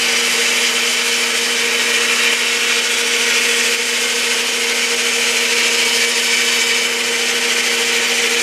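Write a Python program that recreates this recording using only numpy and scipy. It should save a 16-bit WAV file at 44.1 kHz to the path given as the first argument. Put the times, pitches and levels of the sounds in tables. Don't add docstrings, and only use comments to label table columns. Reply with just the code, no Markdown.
import sys
import numpy as np
from scipy import signal
from scipy.io import wavfile
from scipy.ndimage import uniform_filter1d

SR = 44100
rng = np.random.default_rng(int(sys.argv[2]) if len(sys.argv) > 2 else 0)


def to_wav(sig):
    pcm = np.clip(np.atleast_2d(sig), -1, 1) * 32767
    pcm = np.round(pcm).astype(np.int16)
    wavfile.write(sys.argv[1], SR, pcm.T)


N = 371322

# [f/Hz, rms level/dB]
MACHINE_TONES = [(88.5, -69), (95.6, -69), (104.1, -67), (120, -58), (150, -65), (210, -52), (224.9, -56),
                 (240, -36), (255.5, -52), (325.6, -56.5), (360, -46), (381.3, -52), (414.2, -50),
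                 (438, -45), (446.2, -42), (455.5, -45), (469.4, -29.5), (478.2, -42), (501.2, -47),
                 (557.5, -46), (589.1, -51), (635.8, -47), (784.9, -52), (938.5, -46.5), (1273.1, -50),
                 (1325.5, -47), (1513.3, -40), (1922.6, -40.5), (2038.4, -40.5), (2261.9, -41),
                 (2269.9, -37.5), (2390.2, -34.5), (3026.5, -30.3), (4979.6, -47)]
# [f/Hz, relative density/dB]
RUMBLE_SHAPE = [(25, -46), (60, -34), (100, -25), (180, -17.5), (250, -12.5), (350, -10), (460, -3),
                (560, -6), (750, -8), (950, -5.5), (1150, -6.5), (1600, -13.5), (3000, -30)]
# [f/Hz, relative density/dB]
RASP_SHAPE = [(500, -46.5), (1000, -19), (1500, -10.5), (2000, -4), (2400, -2.5), (3000, -4), (3500, -7.5),
              (4200, -8.5), (5200, -6), (7000, -7.5), (8500, -11), (10500, -16), (13000, -23.5),
              (15000, -29.5)]
# [f/Hz, width/Hz, lift/dB]
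BODY_MODES = [(460, 50, 4), (540, 30, 3), (640, 30, 3), (900, 110, 3), (1040, 60, -3), (1330, 60, 3),
              (1507, 90, 2), (1880, 90, 2), (1965, 70, -3), (2530, 80, -2), (2153, 90, 2.3), (2290, 90, 3),
              (2425, 90, 3), (2650, 130, 3), (3020, 120, 3), (3229, 120, 2), (4521, 90, 2), (4909, 90, 2),
              (5512, 90, 2.6), (6158, 90, 2.5), (6665, 90, 3.8), (7450, 90, 2.8), (8656, 90, 2.4)]
# [f/Hz, lift/dB, place/(0 start to 1 chuck)]
PLACE_MODES = [(3820, 4, .02), (4870, 4, 0), (630, 8, .2), (1710, 5, 0.3), (3830, 6.5, 0.39),
               (1164, 9, 0.34), (4700, 1.5, 0.3), (6220, 1.5, .37), (2630, 2.5, 0.53), (1464, 10, 0.5),
               (3380, 6.5, 0.55), (7800, 0.5, 0.45), (2390, 3.5, 0.82), (4540, 1.5, 0.72), (4120, 4, 0.9),
               (772, 5, 0.79), (870, 1, .9), (5430, 1.5, 0.75), (1890, 1.5, 0.84), (910, 3.5, 1.01),
               (1020, 5, 1.01), (1880, 3.5, 1.01), (2300, 7, 1.01), (2990, 4, 1), (3229, 3, 0.9),
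               (3703, 7, 1.01), (4520, 7, 1), (4990, 5, 0.98), (5290, 5.5, 0.96), (6320, 4.5, 1.01),
               (6750, 4, 1.01), (7150, 4, 0.95)]
# [t/s, pressure level/dB, extra treble level/dB]
HAND_PRESSURE = [(0, -1, -3.5), (.5, -0.5, -3.5), (1.1, -0.5, -3), (1.6, -1.5, -3.5), (2.5, 0.56, -4.5),
                 (3.2, -0.26, -3), (3.9, -1, -2), (4.4, -0.4, -4), (4.9, -2, -2.2), (6, -1.5, -2.5),
                 (6.8, -2.3, -1.5), (6.92, -3.5, -3), (7.5, -1.55, -3.5), (8.42, -1.6, -3.5)]
# [t/s, peak level before dips/dB]
GRIT_SNAPS = [(.772, -12.5), (.946, -12), (2.337, -8.5), (2.795, -11.5), (3.747, -7.5), (4.412, -11.3),
              (6.049, -12), (6.624, -12.5)]
# [t/s, level change/dB]
GEAR_LOAD = [(0, -2), (1, -0.5), (2.3, 0.5), (3.5, 1.5), (5.2, 0.5), (6.3, 0.5), (8.42, 1)]

RUMBLE_DB, RASP_DB = -31, -16.5
SPINDLE_HZ, PULLEY_HZ = 13.512, 7.9
THROB_PHASE_TURNS = .56
THROB_DB, THROB_CHUCK_DB, THROB_WANDER_DB = 0.76, 1.73, 0.22
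TREBLE_HZ = 3800
ARRIVE_S, LEAVE_S, SLIP, SLIP_S, RETURN_PER_S = 6.1, 6.84, 0.086, .06, .14
RING_REACH, RING_REACH_CHUCK = 0.38, 0.11
RING_WIDTH_HZ, RING_WIDTH_SHARE = 21, 0.026
DROP_FROM_DB, DROP_PER_DB = -14.5, 0.5069
EDGE_HZ = 15030


def gain_of(db):
    return 10 ** (np.asarray(db) / 20)


def evened(x):
    return x / np.sqrt(np.mean(x ** 2) + 1e-20)


def read(points, hz):
    f, value = np.transpose(points)
    return np.interp(np.log(hz + 1), np.log(f + 1), value)


def bump(x, centre, width):
    return .5 ** ((2 * (x - centre) / width) ** 2)


def drift(shape, size):
    field = rng.standard_normal(shape)
    for axis, count in enumerate(size):
        for _ in range(2):
            field = uniform_filter1d(field, count, axis)
    return evened(field)


def noise(field_db, hop):
    real, imaginary = rng.standard_normal((2,) + field_db.shape)
    spectra = (real + 1j * imaginary) * gain_of(field_db)
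    return signal.istft(spectra.T, nperseg=4 * hop, noverlap=3 * hop)[1][:N]


def grid(hop):
    return np.arange(N // hop + 5) * hop / SR, np.fft.rfftfreq(4 * hop, 1 / SR)


def place(t):
    after = np.maximum(t - LEAVE_S, 0)
    travel = np.minimum(t / ARRIVE_S, 1)
    slipped = SLIP * np.minimum(after / SLIP_S, 1)
    return travel - slipped - RETURN_PER_S * after


def ringing(t, hz):
    at = place(t)[:, None]
    lift_db = sum(db * bump(hz, f, width) for f, width, db in BODY_MODES)
    for f, db, best in PLACE_MODES:
        reach = RING_REACH + (RING_REACH_CHUCK - RING_REACH) * best
        width_hz = RING_WIDTH_HZ + RING_WIDTH_SHARE * f
        lift_db = lift_db + db * bump(at, best, reach) * bump(hz, f, width_hz)
    return lift_db


def throb(share, early_turns, depth_db):
    t = np.arange(N) / SR
    turn = 2 * np.pi * (SPINDLE_HZ * t - THROB_PHASE_TURNS + early_turns)
    shape = np.cos(turn) + 0.53 * np.cos(2 * turn + 3.7) + 0.38 * np.cos(3 * turn + 0.71)
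    return gain_of(share * depth_db * shape)


def rasp():
    t, hz = grid(hop=256)
    s, *columns = np.transpose(HAND_PRESSURE)
    pressure_db, bright_db = (np.interp(t, s, c)[:, None] for c in columns)
    treble = 1 / (1 + (TREBLE_HZ / (hz + 1)) ** 6)
    field = read(RASP_SHAPE, hz) + pressure_db + treble * bright_db + ringing(t, hz)
    field += 1.06 * drift(field.shape, size=[90, 2])
    field += (0.39 + 0.62 * hz / 10000) * drift(field.shape, size=[5, 90])
    scratch = noise(field, hop=256)
    high_pass = signal.butter(2, TREBLE_HZ, "high", fs=SR, output="sos")
    top = signal.sosfiltfilt(high_pass, scratch)
    depth_db = THROB_DB + (THROB_CHUCK_DB - THROB_DB) * place(t)
    depth_db += THROB_WANDER_DB * drift(len(t), size=[40])
    depth_db = np.interp(np.arange(N) / SR, t, depth_db)
    body = (scratch - top) * throb(0.69, 0, depth_db)
    top = top * throb(0.87, 0.083, depth_db)
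    return gain_of(RASP_DB) * evened(body + top)


def tones():
    t, steps, out = np.arange(N) / SR, np.arange(0, N + 512, 512), np.zeros(N)
    for hz, db in MACHINE_TONES:
        mains = abs(hz / 120 - round(hz / 120)) < .003
        share = .05 if mains else .15 if hz < 1000 else .1
        a, b = (np.interp(np.arange(N), steps, drift(len(steps), size=[3])) for _ in range(2))
        beat = 1.57 * share * np.cos(2 * np.pi * (PULLEY_HZ * t + rng.random()))
        flutter = share * (a + 1j * b)
        wave = (1 + beat + flutter) * np.exp(2j * np.pi * (hz * t + rng.random()))
        load_db = np.interp(t, *np.transpose(GEAR_LOAD)) * (400 < hz < 520)
        out += gain_of(db + load_db) * evened(wave.real)
    return out


def rumble():
    t, hz = grid(hop=1024)
    ridges = drift((len(t), len(hz)), size=[30, 1])
    field = read(RUMBLE_SHAPE, hz) + ringing(t, hz) + 2.0 * ridges
    return gain_of(RUMBLE_DB) * evened(noise(field, hop=1024))


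def workshop(x):
    at = np.arange(130, 13000, 20) + rng.integers(0, 20, (2, 644))
    taps = np.zeros((2, 13100))
    decay = gain_of(-60 * at / SR / 0.29)
    np.put_along_axis(taps, at, rng.choice([-1., 1.], at.shape) * decay, 1)
    lean = np.pi * np.arange(N) / SR / 4.0
    dull = signal.lfilter([.45], [1, -.55], x)
    fed = dull * np.array([np.cos(lean), np.sin(lean)])
    return signal.oaconvolve(fed, taps / np.linalg.norm(taps[0]), axes=1)[:, :N].sum(0)


def repeated(x, share):
    lag = round(SR / SPINDLE_HZ)
    dull = signal.lfilter([.4], [1, -.6], x)
    out = np.zeros(N)
    out[lag:] += share * dull[:-lag]
    out[2 * lag:] += 0.26 * share * dull[:-2 * lag]
    return x + out


def snaps():
    t, out, dip_db = np.arange(N) / SR, np.zeros(N), np.zeros(N)
    for s, db in GRIT_SNAPS:
        out += gain_of(db) * np.cos(2 * np.pi * 2600 * (t - s)) * bump(t, s, 0.00035)
        after = np.maximum(t - s - .001, 0)
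        course = (1 - np.exp(-after / 0.0033)) * np.exp(-after / 0.44)
        dip_db -= DROP_PER_DB * (db - DROP_FROM_DB) * course
    return out, gain_of(dip_db)


def scene():
    snap, dip = snaps()
    noisy = repeated(rumble() + rasp(), 0.055)
    direct = gain_of(-0.26) * noisy
    room = gain_of(-5.5) * workshop(noisy)
    mono = dip * (tones() + direct + room + snap)
    return np.array([mono, mono])


def record(dry):
    low_pass = signal.firwin(1023, EDGE_HZ, window=("kaiser", 9), fs=SR)
    return signal.oaconvolve(dry, low_pass[None], "same")


dry = scene()
out = record(dry)
to_wav(out)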